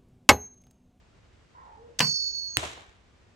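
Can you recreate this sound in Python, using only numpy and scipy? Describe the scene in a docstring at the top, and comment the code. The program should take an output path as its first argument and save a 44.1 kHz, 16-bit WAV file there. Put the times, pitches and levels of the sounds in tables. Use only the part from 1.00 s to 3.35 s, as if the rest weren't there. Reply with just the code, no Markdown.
"""Crossbow shot at an explosive target

A far dog yelps and howls in a wooded yard: harmonics through a mouth resonance, blurred by trees.
A crossbow fires from a table: noise bursts for latch and string, decaying modes for rattle and limbs.
The bolt's whistle is a tone lowered by its speed; echoes from things ahead come back raised in pitch.
A small charge on the target cracks, the target box thumps, and ground, fence and trees return the sound."""
import sys
import numpy as np
from scipy import signal
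from scipy.fft import rfft, irfft
from scipy.io import wavfile
from scipy.ndimage import uniform_filter1d

SR = 44100
rng = np.random.default_rng(int(sys.argv[2]) if len(sys.argv) > 2 else 0)


def store_wav(level_fs):
    """Save 16-bit WAV to argv[1]."""
    pcm = np.round(np.clip(np.atleast_2d(level_fs), -1, 1) * 32767)
    wavfile.write(sys.argv[1], SR, pcm.T.astype(np.int16))


N = 103811
T, HZ = np.arange(N) / SR, np.fft.rfftfreq(N, 1 / SR)
RELEASE_S, BANG_S = 1.004, 1.5701
SOUND_M_PER_S = 343


def amp(db):
    """Decibels to gain."""
    return 10 ** (np.asarray(db) / 20)


def unit(x):
    """Scales to rms 1."""
    return x / np.sqrt(np.mean(x ** 2) + 1e-20)


def read(points, hz=HZ):
    """Interpolates a table over log frequency."""
    f, value = np.transpose(points)
    return np.interp(np.log(hz + 1), np.log(f + 1), value)


def curve(rows):
    """Interpolates a table over time."""
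    return np.interp(T, *np.transpose(rows))


def drift(hz):
    """Smooth random wander of rms 1, up to a rate."""
    spectrum = rfft(rng.standard_normal(N))
    return unit(irfft(spectrum / (1 + (HZ / hz) ** 4), N))


def place(x, pan_db, lag_s=0):
    """Stereo position: left minus right level (positive = left), and delay of the left ear."""
    turn = np.array([np.exp(-2j * np.pi * HZ * lag_s), np.ones(len(HZ))])
    return irfft(rfft(x) * turn, N) * amp([[pan_db / 2], [-pan_db / 2]])


def noise(colour, same):
    """Coloured stereo noise of rms 1 and given left-right correlation."""
    a, b = rfft(rng.standard_normal((2, N)))
    c = np.clip(read(same), -1, 1)
    pair = np.array([a, c * a + np.sqrt(1 - c ** 2) * b])
    return unit(irfft(pair * amp(read(colour)), N))


def struck(start_s, rise_s, t60_s):
    """Straight rise, then exponential decay."""
    rise = np.clip((T - start_s) / rise_s, 0, 1)
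    return rise * np.exp(-np.log(1000) * np.maximum(T - start_s - rise_s, 0) / t60_s)


def knocks(rows, colour, same):
    """Dense, heavily damped vibration: noise bursts whose powers add."""
    power = sum((amp(db) * struck(s, rise, t60)) ** 2 for s, db, rise, t60 in rows)
    return noise(colour, same) * np.sqrt(power)


def ring(start_s, modes, rise_s):
    """Decaying modes set going by one blow."""
    return sum(amp(db) * struck(start_s, rise_s, t60) * np.sin(2 * np.pi * hz * (T - start_s))
               for hz, db, t60 in modes)


def tail(start_s, rise_s, colour, t60s, same):
    """Diffuse echoes: nine overlapping bands, each dying at its own speed."""
    spectrum = rfft(noise(colour, same))
    centres = np.geomspace(60, 15000, 9)
    total = 0
    for hz, share in zip(centres, np.eye(len(centres))):
        band = irfft(spectrum * read(list(zip(centres, share))), N)
        total = total + band * struck(start_s, rise_s, read(t60s, hz))
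    return total


# air spectrum: f/Hz, relative density/dB
AIR_COLOUR = [(12, -54), (20, -12), (65, 0.5), (187, -12), (480, -16), (738, -19), (2320, -24),
              (7520, -35.5), (16000, -70)]
# air left-right correlation: f/Hz, correlation/1
AIR_CORRELATION = [(120, 0.87), (700, 0.11), (7000, 0.32)]


def outdoor_air():
    """Quiet broadband air noise with a slight level flutter."""
    return amp(-59) * noise(AIR_COLOUR, AIR_CORRELATION) * amp(0.54 * drift(18))


# dog calls: t/s, length/s, start f/Hz, top f/Hz, end f/Hz, level/dB (dry harmonic at resonance), mouth f/Hz
DOG_CALLS = [(0.544, .09, 478.7, 529.3, 406.7, -45.5, 1010), (.61, .15, 501.8, 452, 381.7, -47.5, 873),
             (0.756, 0.1745, 434.4, 475.5, 467, -48, 481)]
MOUTH_Q, JITTER_RMS_HZ = 9.2, 10.3  # jitter where mouth f = top f
RASP_RMS, RASP_RATE_HZ = 0.22, 620
DOG_T60_S, DOG_WET_GAIN, DOG_SPREAD = 0.43, 1, 1
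DOG_PAN_DB, DOG_LAG_S = -3, 0.0004  # right


def dog():
    """Far yelps with open mouth and a short closed howl: resonant harmonics blurred by the woods."""
    voice = np.zeros(N)
    for start, length, first_hz, top_hz, last_hz, db, mouth_hz in DOG_CALLS:
        u = np.clip((T - start) / length, 0, 1)
        jitter_hz = JITTER_RMS_HZ * (mouth_hz / top_hz) ** 2 * drift(200)  # rougher with open mouth
        hz = np.interp(u, [0, .5, 1], [first_hz, top_hz, last_hz]) + jitter_hz
        turns = np.cumsum(hz) / SR
        call = 0
        for k in range(1, 5):
            detune = k * hz / mouth_hz - mouth_hz / (k * hz)
            call = call + np.sin(2 * np.pi * k * turns) / np.hypot(1, MOUTH_Q * detune)
        voice += amp(db) * np.sqrt(abs(np.sin(np.pi * u))) * call
    voice *= 1 + RASP_RMS * drift(RASP_RATE_HZ)  # throat noise
    trees = rng.standard_normal((3, N)) * struck(0, 0.035, DOG_T60_S)
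    trees = trees[0] + DOG_SPREAD * trees[1:]  # shared part + one per ear
    wet = signal.fftconvolve(voice[None], trees / np.linalg.norm(trees[0]), axes=1)[:, :N]
    return place(voice + DOG_WET_GAIN * wet, DOG_PAN_DB, DOG_LAG_S)


# latch and string knocks: t/s, level/dB, rise/s, t60/s
LATCH_KNOCKS = [(.9880, -31, 0.002, 0.023), (.9922, -15.5, 0.00048, 0.017)]
STRING_KNOCKS = [(.9975, -27.5, 0.004, 0.026), (1.0028, -13.5, 0.002, 0.036), (1.0062, -17, 0.00098, 0.024),
                 (1.0140, -22, 0.0003, 0.018), (1.0198, -26.5, 0.00035, .025)]
# their spectra: f/Hz, relative density/dB
LATCH_SPECTRUM = [(30, -30.5), (100, -5.5), (1000, -15), (3800, -4), (7200, -2.5), (10700, -23),
                  (16000, -19)]
STRING_SPECTRUM = [(30, -32), (120, -15), (500, -5), (1000, -7.5), (1600, -2), (2150, -0.5), (3000, 0.5),
                   (3800, -11.5), (4900, -1), (10000, -25), (16000, -27.5)]
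# left-right correlation, near bow and in woods: f/Hz, correlation/1
BOW_CORRELATION = [(200, 0.64), (1400, 0.66), (4000, 0.89)]
WOODS_CORRELATION = [(150, 0.87), (300, 0.98), (1500, -0.4), (7000, 0.64), (14000, 0.99)]
# limb and stock modes: f/Hz, level/dB, t60/s (both before damper)
LIMB_MODES = [(135.8, -33.5, 0.54), (158, -26.5, 0.32), (192.3, -32.5, 0.35), (232, -30.5, 0.22),
              (465, -40, 0.33), (1531, -28.5, 0.098), (1780, -22.5, 0.02), (2213, -25, 0.035),
              (2860, -31.5, 0.071)]
# loose fitting, one ring per rebound: t/s, level/dB, f/Hz, t60/s
RATTLE_RINGS = [(1.0096, -23.5, 1003, 0.08), (1.0412, -35.5, 1065, 0.078)]
# wash off table and ground: f/Hz, relative density/dB
WASH_SPECTRUM = [(30, -26), (300, -0.5), (2000, -0.5), (2900, -4.5), (4000, -16), (7000, -8), (10000, -18),
                 (15000, -25)]
# wash decay: f/Hz, t60/s
WASH_T60 = [(100, 0.27), (2000, 0.19), (12000, 0.38)]
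LIMB_RISE_S, LIMB_HALVED_S, LIMB_PAN_DB = 0.0049, 0.13, 1.5  # damper halves limbs at this age
RATTLE_RISE_S = 0.0036
WASH_DB, WASH_RISE_S = -28.5, 0.0012
BOW_PAN_DB = 0


def crossbow():
    """Latch, string slam and rattle, then the limbs hum until their dampers stop them."""
    hits = knocks(LATCH_KNOCKS, LATCH_SPECTRUM, WOODS_CORRELATION)
    hits = hits + knocks(STRING_KNOCKS, STRING_SPECTRUM, BOW_CORRELATION)
    damper = 1 / (1 + (np.maximum(T - RELEASE_S, 0) / LIMB_HALVED_S) ** 8)
    limbs = place(ring(RELEASE_S, LIMB_MODES, LIMB_RISE_S) * damper, LIMB_PAN_DB)
    rattle = sum(ring(s, [(hz, db, t60)], RATTLE_RISE_S) for s, db, hz, t60 in RATTLE_RINGS)
    wash = amp(WASH_DB) * tail(RELEASE_S, WASH_RISE_S, WASH_SPECTRUM, WASH_T60, BOW_CORRELATION)
    return place(hits + rattle + wash, BOW_PAN_DB) + limbs


# whistle heard from behind: t/s, f/Hz
WHISTLE_PITCH = [(1.03, 4485), (1.166, 4466), (1.55, 4385.5)]
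# whistle level: t/s, level/dB before DIRECT_GAIN_DB
WHISTLE_LEVEL = [(1.012, -33.5), (1.478, -43), (1.53, -50.5), (1.565, -48)]
# brief level dips: t/s, width/s, change/dB
WHISTLE_DIPS = [(1.321, 0.012, -7.5)]
DIRECT_GAIN_DB, OCTAVE_REL_DB = 6.5, -39
WAVER_RMS_HZ, FLUTTER_RMS = 8, 0.2


def direct_whistle(turns):
    """Receding tone with a faint octave and unsteady amplitude."""
    tone = np.sin(2 * np.pi * turns) + amp(OCTAVE_REL_DB) * np.sin(4 * np.pi * turns)
    dips_db = sum(db * np.exp(-((T - s) / width) ** 2) for s, width, db in WHISTLE_DIPS)
    level = np.sqrt(2) * amp(curve(WHISTLE_LEVEL) + dips_db + DIRECT_GAIN_DB)
    return level * tone * (1 + FLUTTER_RMS * drift(125))


ECHO_WAVER_RMS_HZ, ECHO_FLUTTER_RMS = 13, 0.34


def glide(start, length, first_hz, last_hz, db):
    """One object returns the whistle; the pitch falls ever faster as the bolt nears it."""
    u = np.clip((T - start) / length, 0, 1)
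    hz = first_hz + (last_hz - first_hz) * u ** 1.7 + ECHO_WAVER_RMS_HZ * drift(130)
    swell = np.sqrt(2 * abs(np.sin(np.pi * u)))
    tone = np.sin(2 * np.pi * np.cumsum(hz) / SR)
    return amp(db) * swell * tone * (1 + ECHO_FLUTTER_RMS * drift(70))


# ground and brush echoes: t/s, level/dB before BRUSH_GAIN_DB
BRUSH_LEVEL = [(1.03, -39.5), (1.488, -56.5), (1.555, -58.5)]
BRUSH_GAIN_DB = 4.5
SPEED_M_PER_S, DRAG_M_PER_S2 = 73, 9.8
BRUSH_SCALE_M, BRUSH_ASIDE_MAX_M = 37, 21  # spots reach about 1.5 scales ahead
BLUR_RMS_RAD, BLUR_RATE_HZ = 0.34, 160  # rough surfaces smear each echo


def brush_echoes(turns):
    """Haze of 140 reflections, each delayed and Doppler-shifted by its path from the moving bolt."""
    age = np.linspace(0, BANG_S - RELEASE_S, 200)
    flown = SPEED_M_PER_S * age - DRAG_M_PER_S2 * age ** 2 / 2
    sent = np.interp(RELEASE_S + age + flown / SOUND_M_PER_S, T, turns)  # cycles at the bolt
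    blur = BLUR_RMS_RAD * drift(BLUR_RATE_HZ)

    def echo(ahead_m, aside_m):
        """The whistle by way of one object, strongest as the bolt passes it."""
        reach = np.hypot(ahead_m - flown, aside_m)
        heard = RELEASE_S + age + (reach + np.hypot(ahead_m, aside_m)) / SOUND_M_PER_S
        gain = np.interp(T, heard, aside_m / reach, 0, 0)
        return gain * np.sin(2 * np.pi * np.interp(T, heard, sent) + blur)

    along = (np.arange(140) + rng.random(140)) / 100
    aside = BRUSH_ASIDE_MAX_M * rng.uniform(.1, 1, 140)
    spots = np.transpose([BRUSH_SCALE_M * along ** 1.3, aside])
    signs = rng.choice([-1, 1], len(spots))
    brush = sum(echo(*spot) * sign for spot, sign in zip(spots, signs))
    power = abs(uniform_filter1d(brush ** 2, size=2500))
    return brush / np.sqrt(power + 1e-6) * amp(curve(BRUSH_LEVEL) + BRUSH_GAIN_DB)


# echoes from single things ahead: t/s, length/s, first f/Hz, last f/Hz, level/dB
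AHEAD_ECHOES = [(1.069, 0.11, 6660, 6200, -40), (1.145, 0.067, 5220, 4710, -36),
                (1.185, .26, 6785, 6410, -45.5), (1.469, 0.13, 6545, 6400, -42)]
DIRECT_PAN_DB, ECHO_PAN_DB, WHISTLE_LAG_S = -8, -3.5, 0.00014  # right


def whistle():
    """Receding tone, raised echoes from things ahead and a brush haze, all ending at the bang."""
    flying = np.clip((T - RELEASE_S) / 0.0079, 0, 1) * np.clip((BANG_S - T) / 0.0015, 0, 1)
    turns = np.cumsum(curve(WHISTLE_PITCH) + WAVER_RMS_HZ * drift(90)) / SR
    direct = direct_whistle(turns)
    echoes = sum(glide(*row) for row in AHEAD_ECHOES) + brush_echoes(turns)
    direct = place(direct * flying, DIRECT_PAN_DB, WHISTLE_LAG_S)
    return direct + place(echoes * flying, ECHO_PAN_DB, WHISTLE_LAG_S)


# crack modes: f/Hz, level/dB, t60/s (before air loss)
CRACK_MODES = [(1870, -9, 0.0026), (2826, -2, 0.0027), (3900, -16.5, 0.0026), (8490, -7.5, .0019),
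               (14200, -12, .0015)]
# puff burst: t/s, level/dB, rise/s, t60/s (before air loss)
PUFF_BURST = [(1.5702, -18, 0.00056, 0.017)]
# puff spectrum: f/Hz, relative density/dB
PUFF_SPECTRUM = [(30, -23), (100, -2.5), (400, -6), (800, -21), (2500, -4.5), (5200, -14), (8500, -7.5),
                 (16000, -47)]
# target box modes: f/Hz, level/dB, t60/s
BOX_MODES = [(76.5, -40.5, 0.42), (120, -29.5, 0.055), (307, -30.5, 0.065)]
# near echoes, then dull ones from fence and sheds: t/s, level/dB, rise/s, t60/s (before flutter)
NEAR_BURSTS = [(1.576, -33, 0.0054, 0.3)]
FENCE_BURSTS = [(1.622, -34, 0.012, 0.13), (1.765, -50, .012, 0.34)]
# fence and woods spectra: f/Hz, relative density/dB
FENCE_SPECTRUM = [(150, -14.5), (600, -3), (1000, 0.5), (2000, -40), (8000, -55)]
WOODS_SPECTRUM = [(35, -27.5), (60, -6.5), (113, -2.5), (233, -20), (330, -6), (1410, -6), (3900, -7.5),
                  (4800, -15.5), (7230, -12.5), (14600, -41.5), (16000, -75)]
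# woods decay: f/Hz, t60/s
WOODS_DECAY = [(300, 0.62), (2500, 0.72), (13000, 0.34)]
CRACK_LAG_S, AIR_LOSS_HZ, BOX_RISE_CYCLES = 0.00013, 15000, 1.04
WOODS_DB, WOODS_DELAY_S, WOODS_RISE_S = -37, 0.02, 0.052


def bang():
    """The charge cracks, the target box thumps, and ground, fence and trees answer."""
    age = T - BANG_S
    pulse = sum(amp(db) * struck(BANG_S, 1 / SR, t60) * np.cos(2 * np.pi * hz * age)
                for hz, db, t60 in CRACK_MODES)
    crack = place(pulse, 0, CRACK_LAG_S) + knocks(PUFF_BURST, PUFF_SPECTRUM, BOW_CORRELATION)
    crack = signal.lfilter(*signal.butter(4, AIR_LOSS_HZ, fs=SR), crack)  # distance dulls the top
    thump = sum(ring(BANG_S, [mode], BOX_RISE_CYCLES / mode[0]) for mode in BOX_MODES)
    echoes = knocks(NEAR_BURSTS, WOODS_SPECTRUM, WOODS_CORRELATION)
    echoes = echoes + knocks(FENCE_BURSTS, FENCE_SPECTRUM, WOODS_CORRELATION)
    woods = tail(BANG_S + WOODS_DELAY_S, WOODS_RISE_S, WOODS_SPECTRUM, WOODS_DECAY, WOODS_CORRELATION)
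    flutter = amp(0.95 * drift(140))
    return crack + thump + trunks() + (echoes + amp(WOODS_DB) * woods) * flutter


TRUNKS_PER_S, TRUNKS_DB, TRUNKS_T60_S, TRUNK_SPREAD_DB = 150, -44, 0.67, 3.5  # rate per ear


def trunks():
    """Single trunks return sparse sharp cracks from all sides: random coloured clicks, decaying."""
    clicks = (rng.random((2, N)) < TRUNKS_PER_S / SR) * rng.choice([-1, 1], (2, N))
    clicks = clicks * amp(TRUNK_SPREAD_DB * rng.standard_normal((2, N)))
    cracks = unit(irfft(rfft(clicks) * amp(read(WOODS_SPECTRUM)), N))
    return amp(TRUNKS_DB) * cracks * struck(BANG_S + WOODS_DELAY_S, WOODS_RISE_S, TRUNKS_T60_S)


def scene():
    """Everything over the quiet outdoor air."""
    return outdoor_air() + dog() + crossbow() + whistle() + bang()


CUT_HZ = 16000


def record(dry):
    """Peaks clip at full scale; then a low-pass limits the band."""
    lowpass = signal.firwin(255, CUT_HZ, window=("kaiser", 9), fs=SR)
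    return signal.oaconvolve(np.clip(dry, -1, 1), lowpass[None], "same")


dry = scene()
out = record(dry)
store_wav(out)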